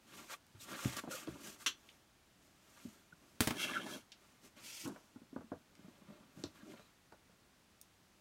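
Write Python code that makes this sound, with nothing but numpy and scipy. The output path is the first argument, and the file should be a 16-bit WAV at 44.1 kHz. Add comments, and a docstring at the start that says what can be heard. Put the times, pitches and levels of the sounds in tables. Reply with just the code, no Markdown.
"""A knife opens a cardboard box

In a small, quiet room hands and box slide, the blade clacks, then punches through tape and runs along the seam.
The box is lifted and handled, with hollow knocks and small clicks. Friction is random slip impulses through
spectra and resonances; blows are decaying noise and modes with a short room tail. Both channels are alike."""
import sys
import numpy as np
from scipy import signal
from scipy.fft import rfft, irfft, next_fast_len
from scipy.io import wavfile
from scipy.ndimage import uniform_filter1d, map_coordinates

SR = 44100
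rng = np.random.default_rng(int(sys.argv[2]) if len(sys.argv) > 2 else 0)


def int16_out(signal):
    """Quantize to a 16-bit WAV file."""
    q = np.round(np.clip(np.atleast_2d(signal).T, -1, 1) * 32767)
    wavfile.write(sys.argv[1], SR, q.astype(np.int16))


N = 361837
T = np.arange(SR // 3) / SR  # time axis of one blow [s]

# Blade strokes in the seam:
# (fastest motion [s], rise [s], fall [s], tape hiss [dB], bright rasp [dB], hollow rasp [dB])
SEAM_PULLS = [(3.627, 0.043, 0.027, -43.5, -40, -53), (3.68, .075, 0.13, -53.5, -46.5, -44.5),
              (3.93, 0.069, 0.051, -53.5, -55, -53)]
# Hiss of torn tape: (frequency [Hz], relative level [dB])
TAPE_SPECTRUM = [(2000, -45), (4000, 3), (4900, -2), (5800, 4.5), (7500, -1.5), (10000, -3), (13000, -7),
                 (16000, -15)]
# Resonances of the seam: (frequency [Hz], width [Hz], relative level [dB])
SEAM_MODES = [(2135, 120, -3.5), (2390, 210, -7), (2710, 55, 1.5), (3240, 140, -0.5), (3870, 300, -18)]
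# Resonances of the open slit: (frequency [Hz], width [Hz], relative level [dB])
SLIT_MODES = [(1400, 300, 5.5), (1705, 95, 10), (1770, 170, -13)]
# Resonances of the card panels: (frequency [Hz], width [Hz], relative level [dB])
PANEL_MODES = [(118, 57, -5), (200, 51, 0.5), (308, 115, -0.5), (430, 28, -6.5), (593, 83, -5.5)]
# Resonances of the stiff box edges: (frequency [Hz], width [Hz], relative level [dB])
EDGE_MODES = [(454, 203, 0.5), (627, 108, 3.5), (950, 235, -3), (1185, 200, -2.5), (1446, 260, -3.5)]
# the blade shakes the box for as long as it is in the seam
CUT_S, CUT_HOLD_S, CUT_DRONE_DB = 3.56, 0.396, -51


def cutting():
    """Stick-slip tearing: one train of uneven slips excites the tape, the seam, the opening slit and the box."""
    hiss, bright, hollow = movements(SEAM_PULLS)
    drone = amp(CUT_DRONE_DB) * swell(CUT_S, rise_s=0.066, fall_s=0.021, hold_s=CUT_HOLD_S)
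    tear = slips(rate=3500, spread_db=1.5, clump_db=1.1, clump_rate=170)
    tape = reflected(coloured(tear, TAPE_SPECTRUM), wet_db=-5.5)
    seam = shifting(band(resonate(tear, SEAM_MODES), 1750, 4800), patchy_db=2.5)
    slit = shifting(band(resonate(tear, SLIT_MODES), 680, 2460), patchy_db=5.5)
    body = resonate(tear, PANEL_MODES) + amp(-14) * resonate(tear, EDGE_MODES)
    box = unit(band(body, 135, 1400))
    return hiss * tape + bright * seam + hollow * slit + drone * box


# The point breaking through the tape:
# (time [s], overall gain [dB], treble tilt setting [dB], boom gain [dB], tearing t60 [s])
TAPE_STABS = [(3.4057, -19, -9, -5, 0.3), (3.4731, -19.5, -17, -7, 0.27), (3.5075, -23, -23.5, -7.5, 0.044)]
# Crack of the tape: (frequency [Hz], relative level [dB])
CRACK_SPECTRUM = [(150, -34), (600, -2.5), (1400, -1), (2200, -2), (3200, -2.5), (4800, -4.5), (6500, -6.5),
                  (9500, -5.5), (12500, -8.5), (16000, -7.5)]
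# The lid springing under each stab: (frequency [Hz], level within the boom [dB], t60 [s])
LID_MODES = [(118, -11, .11), (245, -5, .07)]
# The box standing on the table: (frequency [Hz], width [Hz], relative level [dB])
BOOM_MODES = [(128, 24, -0.5), (187, 26, -0.5), (242, 98, -3.5), (335, 44, -1.5), (431, 15, -5.5),
              (620, 16, -5.5), (1070, 130, -50), (1435, 110, -10.5)]


def stabs():
    """Sudden release of tension: taut tape bursts, fibres tear on, and the impulse sets lid and box ringing."""
    out = np.zeros(N)
    for s, db, bright_db, boom_db, t60 in TAPE_STABS:
        # the tilt grows with frequency up to 9 kHz
        tilt_db = bright_db + 9.5
        burst = filtered(coloured(noise(), CRACK_SPECTRUM), lambda hz: amp(tilt_db * np.clip(hz / 9000, 0, 1)))
        crack = burst * (fade(0.03) + amp(-11.5) * fade(t60))
        push = sum(amp(level) * np.sin(2 * np.pi * hz * T) * fade(life) for hz, level, life in LID_MODES)
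        thump = fade(0.0012) + amp(-12) * noise() * fade(0.058)
        boom = peak(resonate(thump, BOOM_MODES))
        stab = amp(-6.5) * crack + amp(boom_db) * (push + amp(-3) * boom)
        add(out, s, amp(db) * in_room(stab, wet_db=-13.5))
    return out


# The blade landing and chattering: (time [s], overall gain [dB])
BLADE_LANDINGS = [(1.6616, -21), (1.6677, -23.5)]
# Modes of the ringing blade: (frequency [Hz], relative level [dB], t60 [s])
BLADE_MODES = [(1142, -3, 0.057), (1557, 4.5, 0.051), (2025, 0.5, 0.061), (2200, -15, 0.076),
               (2747, 7, 0.079), (3040, -15, 0.071), (2980, -2, 0.13), (3080, -7, 0.18), (3500, -14, 0.21),
               (3380, -3, 0.18), (4180, -8, 0.16), (4450, 2, 0.069), (5440, -3, 0.089), (5840, -5, 0.16),
               (6120, -7, 0.15), (6600, -16, 0.14), (7316, -9, 0.15), (9830, 0, 0.032), (13300, -8, .06)]
# Hard contact of the blade: (frequency [Hz], relative level [dB])
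SMACK_SPECTRUM = [(100, -19), (350, -3.5), (750, -19), (1200, -1), (2400, -5), (3100, 6.5), (5000, -8.5),
                  (6100, 0.5), (8500, -13.5), (13000, -17), (16000, -23)]


def clacks():
    """Damped modal ringing: the hand-held blade lands flat, a hard contact and brief steel modes with chatter."""
    out = np.zeros(N)
    for s, db in BLADE_LANDINGS:
        ring = np.zeros(len(T))
        for hz, level, t60 in BLADE_MODES:
            # chatter scatters the phase, most for the high modes
            drift = np.cumsum(noise()) * .075 * hz / SR
            tone = np.sin(2 * np.pi * (hz * T + drift + rng.random()))
            ring += amp(level + rng.normal(0, 1.2)) * fade(t60) * tone
        smack = coloured(noise(), SMACK_SPECTRUM) * fade(0.11)
        onset = 1 - np.exp(-T / 0.00087)
        clack = (amp(-2.5) * peak(ring) + amp(-10.0) * smack) * onset
        add(out, s, amp(db) * in_room(clack, wet_db=-15.5))
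    return out


# Soft blows on the box: (time [s], overall gain [dB], panel pitch [Hz], edge rap setting [dB])
BOX_KNOCKS = [(.546, -51.5, 112, -20), (.851, -31.5, 118, -20), (0.855, -29.5, 264, -21),
              (1.036, -43, 263, -4), (1.074, -43.5, 285, -3.5), (1.273, -38.5, 295, -9.5),
              (1.283, -36.5, 350, -28), (1.354, -51.5, 360, -3), (2.851, -39, 229, -25),
              (3.127, -56, 171, -18), (3.863, -45, 284, -3), (3.96, -44.5, 260, -7.5),
              (4.849, -42.5, 141, -25), (4.859, -41.5, 267, -6.5), (4.871, -41, 265, -12.5),
              (4.96, -52, 710, -3), (5.159, -45.5, 252, -15), (5.216, -51, 250, -15),
              (5.328, -45, 267, -17), (5.361, -35.5, 266, -13), (5.407, -51.5, 320, -5),
              (5.44, -51, 228, -24), (5.517, -36, 263, -10), (5.533, -49, 317, -13), (5.792, -50, 230, -36),
              (5.844, -50.5, 198, -14), (5.881, -49.5, 240, -15), (6.018, -53.5, 211, -10),
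              (6.084, -49.5, 185, -17), (6.099, -50, 198, -14), (6.205, -54, 204, -13),
              (6.371, -48, 175, -19), (6.391, -47.5, 193, -15), (6.437, -36, 310, -13),
              (6.63, -49, 219, -30), (6.735, -51.5, 234, -4), (6.793, -58.5, 196, 1),
              (7.121, -52.5, 400, -2), (7.294, -63, 178, -3)]
SWING_CYCLES, PUSH_CYCLES = 6.5, 1  # cycles to decay by 60 dB; time constant of the build-up in cycles


def knocks():
    """Impact on a damped plate: a push swings one panel and raps the edges; firm ones also jolt the whole box."""
    out = np.zeros(N)
    for s, db, hz, rap_db in BOX_KNOCKS:
        build_up = (1 - np.exp(-T * hz / PUSH_CYCLES)) ** 2
        swing = peak(np.sin(2 * np.pi * hz * T) * fade(SWING_CYCLES / hz) * build_up)
        panels = peak(band(resonate(noise() * fade(0.079), PANEL_MODES), 70, 506))
        rap = peak(band(resonate(contact(t60=0.089, grit_db=-21.5), EDGE_MODES), 386, 1460))
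        firmness = amp(min(.5 * (db + 31.5), 0))
        jolt = peak(band(noise() * fade(0.11), 68.5, 167)) * firmness
        # a padded touch hardly reaches the edges
        hardness = amp(rap_db + 5.5 + min(rap_db + 17.0, 0))
        blow = swing + amp(-10) * panels + hardness * rap + amp(-13.0) * jolt
        add(out, s, amp(db) * in_room(blow, wet_db=-11))
    return out


# The broad face of the box sliding: (frequency [Hz], relative level [dB])
SWISH_SPECTRUM = [(900, -21), (1900, -4.5), (2600, 1.5), (3300, -1.5), (3900, -6), (4700, -1.5), (6500, -1),
                  (8500, -5.5), (10500, -9), (13000, -10), (16000, -19)]
LIFT_S, LIFT_HOLD_S, LIFT_DB = 4.67, 0.18, -51.5  # the box slides up off the table at an even speed
LIFT_SCUFF_DB, LIFT_DRONE_DB = -70, -72  # what its edges and panels add meanwhile
JUDDER_S, JUDDER_SCUFF_DB, JUDDER_DRONE_DB = 4.872, -55, -41.5  # its end judders over the table's edge
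SETTLE_DB = -67.5  # then it settles in the hand


def lifting():
    """Sliding friction: dense slips of a broad card face swish, then shake edges and panels at the table's edge."""
    slide = swell(LIFT_S, rise_s=0.042, fall_s=0.015, hold_s=LIFT_HOLD_S)
    judder = swell(JUDDER_S, rise_s=0.018, fall_s=0.039)
    settle = swell(JUDDER_S, rise_s=0.012, fall_s=0.18)
    drag = slips(rate=14000, spread_db=0.5, clump_db=1.5, clump_rate=140)
    swish = shifting(reflected(coloured(drag, SWISH_SPECTRUM), wet_db=-9.5), patchy_db=1.0)
    edges = unit(band(resonate(drag, EDGE_MODES), 530, 1800))
    panels = unit(band(resonate(drag, PANEL_MODES), 150, 446))
    sliding = amp(LIFT_DB) * swish + amp(LIFT_SCUFF_DB) * edges + amp(LIFT_DRONE_DB) * panels
    shaking = amp(JUDDER_SCUFF_DB) * edges + amp(JUDDER_DRONE_DB) * panels
    settling = amp(SETTLE_DB) * (swish + edges + panels)
    return slide * sliding + judder * shaking + settle * settling


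# Strokes of hand, sleeve and box:
# (fastest motion [s], rise [s], fall [s], hiss [dB], scuff [dB], panel drone [dB])
HAND_STROKES = [(.19, 0.084, 0.072, -59, -58.5, -60.5), (.33, 0.031, 0.02, -50, -48, -71),
                (.622, 0.015, 0.029, -52.5, -64, -67), (.72, 0.036, 0.054, -56.5, -51, -49),
                (.86, 0.14, 0.11, -51, -50, -59), (.927, 0.0068, 0.021, -54, -46.5, -55),
                (.972, .01, 0.024, -47.5, -51, -50.5), (.994, 0.017, 0.0066, -47, -46, -58),
                (1.085, 0.022, .018, -79, -62, -47.5), (1.117, 0.012, .06, -47.5, -57, -58),
                (1.185, .05, 0.046, -52.5, -55.5, -64), (1.34, 0.18, 0.18, -66, -61.5, -59),
                (1.478, .055, 0.056, -52.5, -59.5, -59), (1.62, 0.026, 0.026, -56.5, -59, -83),
                (1.9, 0.16, 0.1, -72, -74, -73), (2.45, 0.047, 0.073, -74, -84, -72),
                (2.84, 0.19, 0.17, -66.5, -68.5, -69), (3.24, 0.06, 0.45, -74.5, -78, -71),
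                (4.24, 0.067, 0.16, -75, -73, -73.5), (4.45, 0.026, 0.037, -64.5, -69.5, -63.5),
                (4.572, 0.0093, 0.066, -65.5, -62, -61.5), (5.88, 0.13, 0.34, -79, -71.5, -68.5),
                (6.1, 0.023, .17, -81, -69, -65), (6.41, 0.058, 0.092, -68, -69, -62),
                (6.56, 0.017, 0.076, -69.5, -65.5, -65.5), (6.71, 0.054, 0.035, -69.5, -64, -53.5),
                (6.79, 0.14, 0.092, -73.5, -68, -76)]
# Fine rubbing: (frequency [Hz], relative level [dB])
HISS_SPECTRUM = [(1200, -13), (2600, 0), (4000, -2.5), (6500, 2), (9000, -2.5), (10500, -6), (13000, -4.5),
                 (16000, -15)]
# Coarse rubbing of card: (frequency [Hz], relative level [dB])
SCUFF_SPECTRUM = [(250, -15.5), (600, -1), (850, -3), (1100, 2.5), (1550, 1.5), (2200, -4.5), (3200, -3.5),
                  (4500, -10.5), (8000, -69)]


def rubbing():
    """Friction noise of skin and cloth on card: fine slips hiss, coarser ones scuff and shake the panels."""
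    hiss, scuff, drone = movements(HAND_STROKES)
    fine_slips = slips(rate=10000, spread_db=0.5, clump_db=1.5, clump_rate=110)
    fine = reflected(coloured(fine_slips, HISS_SPECTRUM), wet_db=-10.0)
    coarse_slips = slips(rate=2500, spread_db=2.5, clump_db=2.5, clump_rate=130)
    coarse = reflected(coloured(coarse_slips, SCUFF_SPECTRUM), wet_db=-2.0)
    panel_slips = slips(rate=2500, spread_db=4, clump_db=1.0, clump_rate=57)
    panels = unit(band(resonate(panel_slips, PANEL_MODES), 138, 597))
    return hiss * shifting(fine, patchy_db=.7) + scuff * shifting(coarse, patchy_db=2.0) + drone * panels


# Small snaps of tape and card:
# (time [s], direct peak [dB], centre [Hz], reach either side [octaves], crumpling t60 [s])
CARD_CLICKS = [(.467, -53, 8500, 0.58, .005), (.848, -33, 2600, 1.3, .008), (.9675, -32, 6000, 1, .03),
               (1.272, -43.5, 2300, 1.07, .03), (1.889, -49, 2800, 0.34, 0.036),
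               (3.509, -34, 1200, 0.36, .015), (3.736, -34, 2020, 0.31, .02), (3.864, -42, 1500, 1.6, .04),
               (4.119, -44.5, 3500, .65, 0.058), (4.875, -43.5, 6000, 0.95, .07),
               (4.961, -53, 1680, 0.38, .04), (5.362, -43, 600, .5, .04), (5.519, -40.5, 570, .3, .06),
               (5.753, -51, 3000, 1.2, .015), (6.4385, -30, 3700, .65, .007),
               (6.795, -57, 2500, 1.2, 0.027), (7.123, -55.5, 2200, 1.4, 0.023),
               (7.814, -39, 9500, .9, 0.013)]


def clicks():
    """Band-limited impulses: tiny snaps, each a sharp crack and a short shiver of the card."""
    out = np.zeros(N)
    for s, db, centre_hz, octaves, t60 in CARD_CLICKS:
        edges = centre_hz * np.exp2(np.array([-1, 1]) * abs(octaves))
        edges = np.clip(edges, 100, SR / 2 - 500)
        passband = signal.butter(2, edges, "band", fs=SR, output="sos")
        snap = signal.sosfilt(passband, contact(t60, grit_db=-3.5))
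        add(out, s, amp(db) * in_room(peak(snap), wet_db=-9))
    return out


# Card catching and chirping under hand or blade: (time [s], length [s], centre [Hz], level [dB])
CARD_SQUEAKS = [(0.596, 0.021, 3750, -61), (1.042, .018, 630, -56.5), (1.074, 0.015, 720, -56),
                (1.105, 0.061, 533, -50), (1.107, 0.088, 1250, -60), (1.111, 0.034, 1415, -48.5),
                (3.123, 0.012, 1460, -59), (3.86, 0.018, 880, -50), (6.079, 0.12, 596, -67),
                (6.604, 0.025, 1600, -63.5), (6.69, .04, 4050, -78), (6.8, 0.1, 4040, -77)]


def squeaks():
    """Stick-slip near one pitch, rendered as narrow-band noise under a short arch."""
    out = np.zeros(N)
    for s, length, centre_hz, db in CARD_SQUEAKS:
        width_hz = 20 + .03 * centre_hz
        whine = unit(filtered(noise(), lambda hz: 1 / (1 + ((hz - centre_hz) / width_hz) ** 2)))
        arch = np.sqrt(np.abs(np.sin(np.pi * np.clip(T / length, 0, 1))))
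        add(out, s, amp(db) * whine * arch)
    return out


# Faint hush of the room: (frequency [Hz], relative level [dB])
HUSH_SPECTRUM = [(15, -22), (25, -5.5), (129, -5.5), (160, -7), (193, -4.5), (215, -6.5), (368, -10.5),
                 (457, -15), (552, -13.5), (1140, -15), (1410, -15.5), (2300, -18), (2850, -18.5),
                 (6380, -22.5), (15500, -31.5)]


def room_hush():
    """Stationary background noise: white noise shaped by a smooth spectrum."""
    return amp(-69.0) * coloured(rng.standard_normal(N), HUSH_SPECTRUM)


# Decay of the small room: (frequency [Hz], t60 [s])
ROOM_DECAY = [(100, 0.24), (400, 0.12), (1200, 0.17), (4000, 0.17), (14000, 0.052)]


def in_room(x, wet_db):
    """Reverberation by convolution: a blow plus the short answer of desk, shelves and walls."""
    hz, t, z = signal.stft(noise(), SR, nperseg=256)
    decay = amp(-60 * t / along(ROOM_DECAY, hz)[:, None])
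    tail = signal.istft(z * decay, SR, nperseg=256)[1][:len(T)]
    # the tail sets in after 3 ms
    tail = tail * np.clip((T - .003) / 0.0021, 0, 1)
    return x + amp(wet_db) * signal.fftconvolve(x, tail / np.linalg.norm(tail))[:len(T)]


def reflected(x, wet_db, count=10):
    """Comb filtering: table top, lid and chest send back delayed copies of either sign."""
    out = x.copy()
    delays = rng.uniform(.0008, .012, count)
    signs = rng.choice([-1, 1], count)
    for delay, sign in zip(delays, signs):
        add(out, delay, sign * amp(wet_db) / np.sqrt(count) * x)
    return unit(out)


def slips(rate, spread_db, clump_db, clump_rate):
    """Microslip: fibres catch and let go as random impulses of uneven size, in clumps of stronger and weaker."""
    clumps = map_coordinates(rng.standard_normal(N // 50), [np.arange(N) * clump_rate / SR], order=1)
    caught = rng.random(N) < rate / SR
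    sizes = amp(spread_db * rng.standard_normal(N) + clump_db * clumps)
    return caught * rng.choice([-1, 1], N) * sizes


def shifting(x, patchy_db):
    """Time-varying spectrum: as the contact travels, bands of the rasp flare and fade."""
    z = signal.stft(x, nperseg=512)[2]
    across_bands = uniform_filter1d(rng.standard_normal(z.shape), size=5, axis=0)
    field = uniform_filter1d(across_bands, size=6, axis=1)
    return unit(signal.istft(z * amp(patchy_db * unit(field)), nperseg=512)[1][:N])


def contact(t60, grit_db):
    """Impulsive excitation: one sharp push followed by a little crushing of fibres."""
    return signal.unit_impulse(len(T)) + amp(grit_db) * noise() * fade(t60)


SWELL_DB, ROUNDNESS = 8, 1.55  # drop over one rise or fall time [dB]; 1 = pointed top, 2 = bell


def swell(s, rise_s, fall_s, hold_s=0):
    """Friction level follows speed: a movement gathers speed up to time s, holds, and comes to rest."""
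    t = np.arange(N) / SR - s
    away = np.maximum(-t / rise_s, (t - hold_s) / fall_s)
    near = away < 6
    gain = np.zeros(N)
    gain[near] = amp(-SWELL_DB * np.maximum(away[near], 0) ** ROUNDNESS)
    return gain


def movements(rows):
    """Energy summation: one gain curve for each dB column, overlapping movements adding in power."""
    shapes = np.array([swell(*row[:3]) for row in rows])
    gains = amp([row[3:] for row in rows])
    return np.sqrt(gains.T ** 2 @ shapes ** 2)


def resonate(x, modes):
    """Modal superposition: x through causal resonances of alternating sign, at rms 1."""
    def response(f):
        total = 0
        for k, (centre, width, db) in enumerate(modes):
            damping = 1j * f * width
            total = total + (-1) ** k * amp(db) * damping / (centre * centre - f * f + damping)
        return total
    return unit(filtered(x, response))


def coloured(x, spectrum):
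    """Spectral shaping: x through a smooth spectrum, at rms 1."""
    return unit(filtered(x, lambda hz: amp(along(spectrum, hz))))


def filtered(x, response):
    """Linear filtering: multiply the spectrum of x by a response of frequency."""
    m = next_fast_len(len(x) + SR // 4)
    return irfft(rfft(x, m) * response(np.fft.rfftfreq(m, 1 / SR)), m)[:len(x)]


def band(x, low_hz, high_hz):
    """Band limitation by a steep causal band-pass."""
    return signal.sosfilt(signal.butter(3, [low_hz, high_hz], "band", fs=SR, output="sos"), x)


def along(points, hz):
    """Logarithmic pitch scale: interpolate (frequency [Hz], value) points on a log axis."""
    f, v = np.transpose(points)
    return np.interp(np.log(hz + 1), np.log(f), v)


def fade(t60):
    """Exponential decay: 60 dB lost in t60 seconds."""
    return amp(-60 * T / t60)


def noise():
    """Broadband excitation: fresh white noise for one blow."""
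    return rng.standard_normal(len(T))


def add(track, s, x):
    """Superposition: mix x into the track at time s."""
    part = track[round(s * SR):][:len(x)]
    part += x[:len(part)]


def amp(db):
    """Level law: decibels to amplitude gain."""
    return 10 ** (np.asarray(db) / 20)


def unit(x):
    """Energy normalisation to rms 1."""
    return x / np.sqrt(np.mean(x ** 2) + 1e-20)


def peak(x):
    """Amplitude normalisation to peak 1."""
    return x / np.abs(x).max()


def scene():
    """Superposition of sources at one microphone, sent alike to both channels."""
    blade = cutting() + stabs() + clacks()
    box = knocks() + lifting() + rubbing() + clicks() + squeaks()
    mono = blade + box + room_hush()
    return np.array([mono, mono])


LOW_HZ, TOP_HZ = 43, 15900  # the microphone's bass limit and the upper band limit


def record(dry):
    """Limited bandwidth: the microphone sheds deep bass, and a steep low-pass ends the treble."""
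    bass_cut = signal.butter(2, LOW_HZ, "high", fs=SR, output="sos")
    thin = signal.sosfilt(bass_cut, dry)
    return np.array([filtered(x, lambda hz: np.clip((TOP_HZ - hz) / 200 + .5, 0, 1)) for x in thin])


dry = scene()
out = record(dry)
int16_out(out)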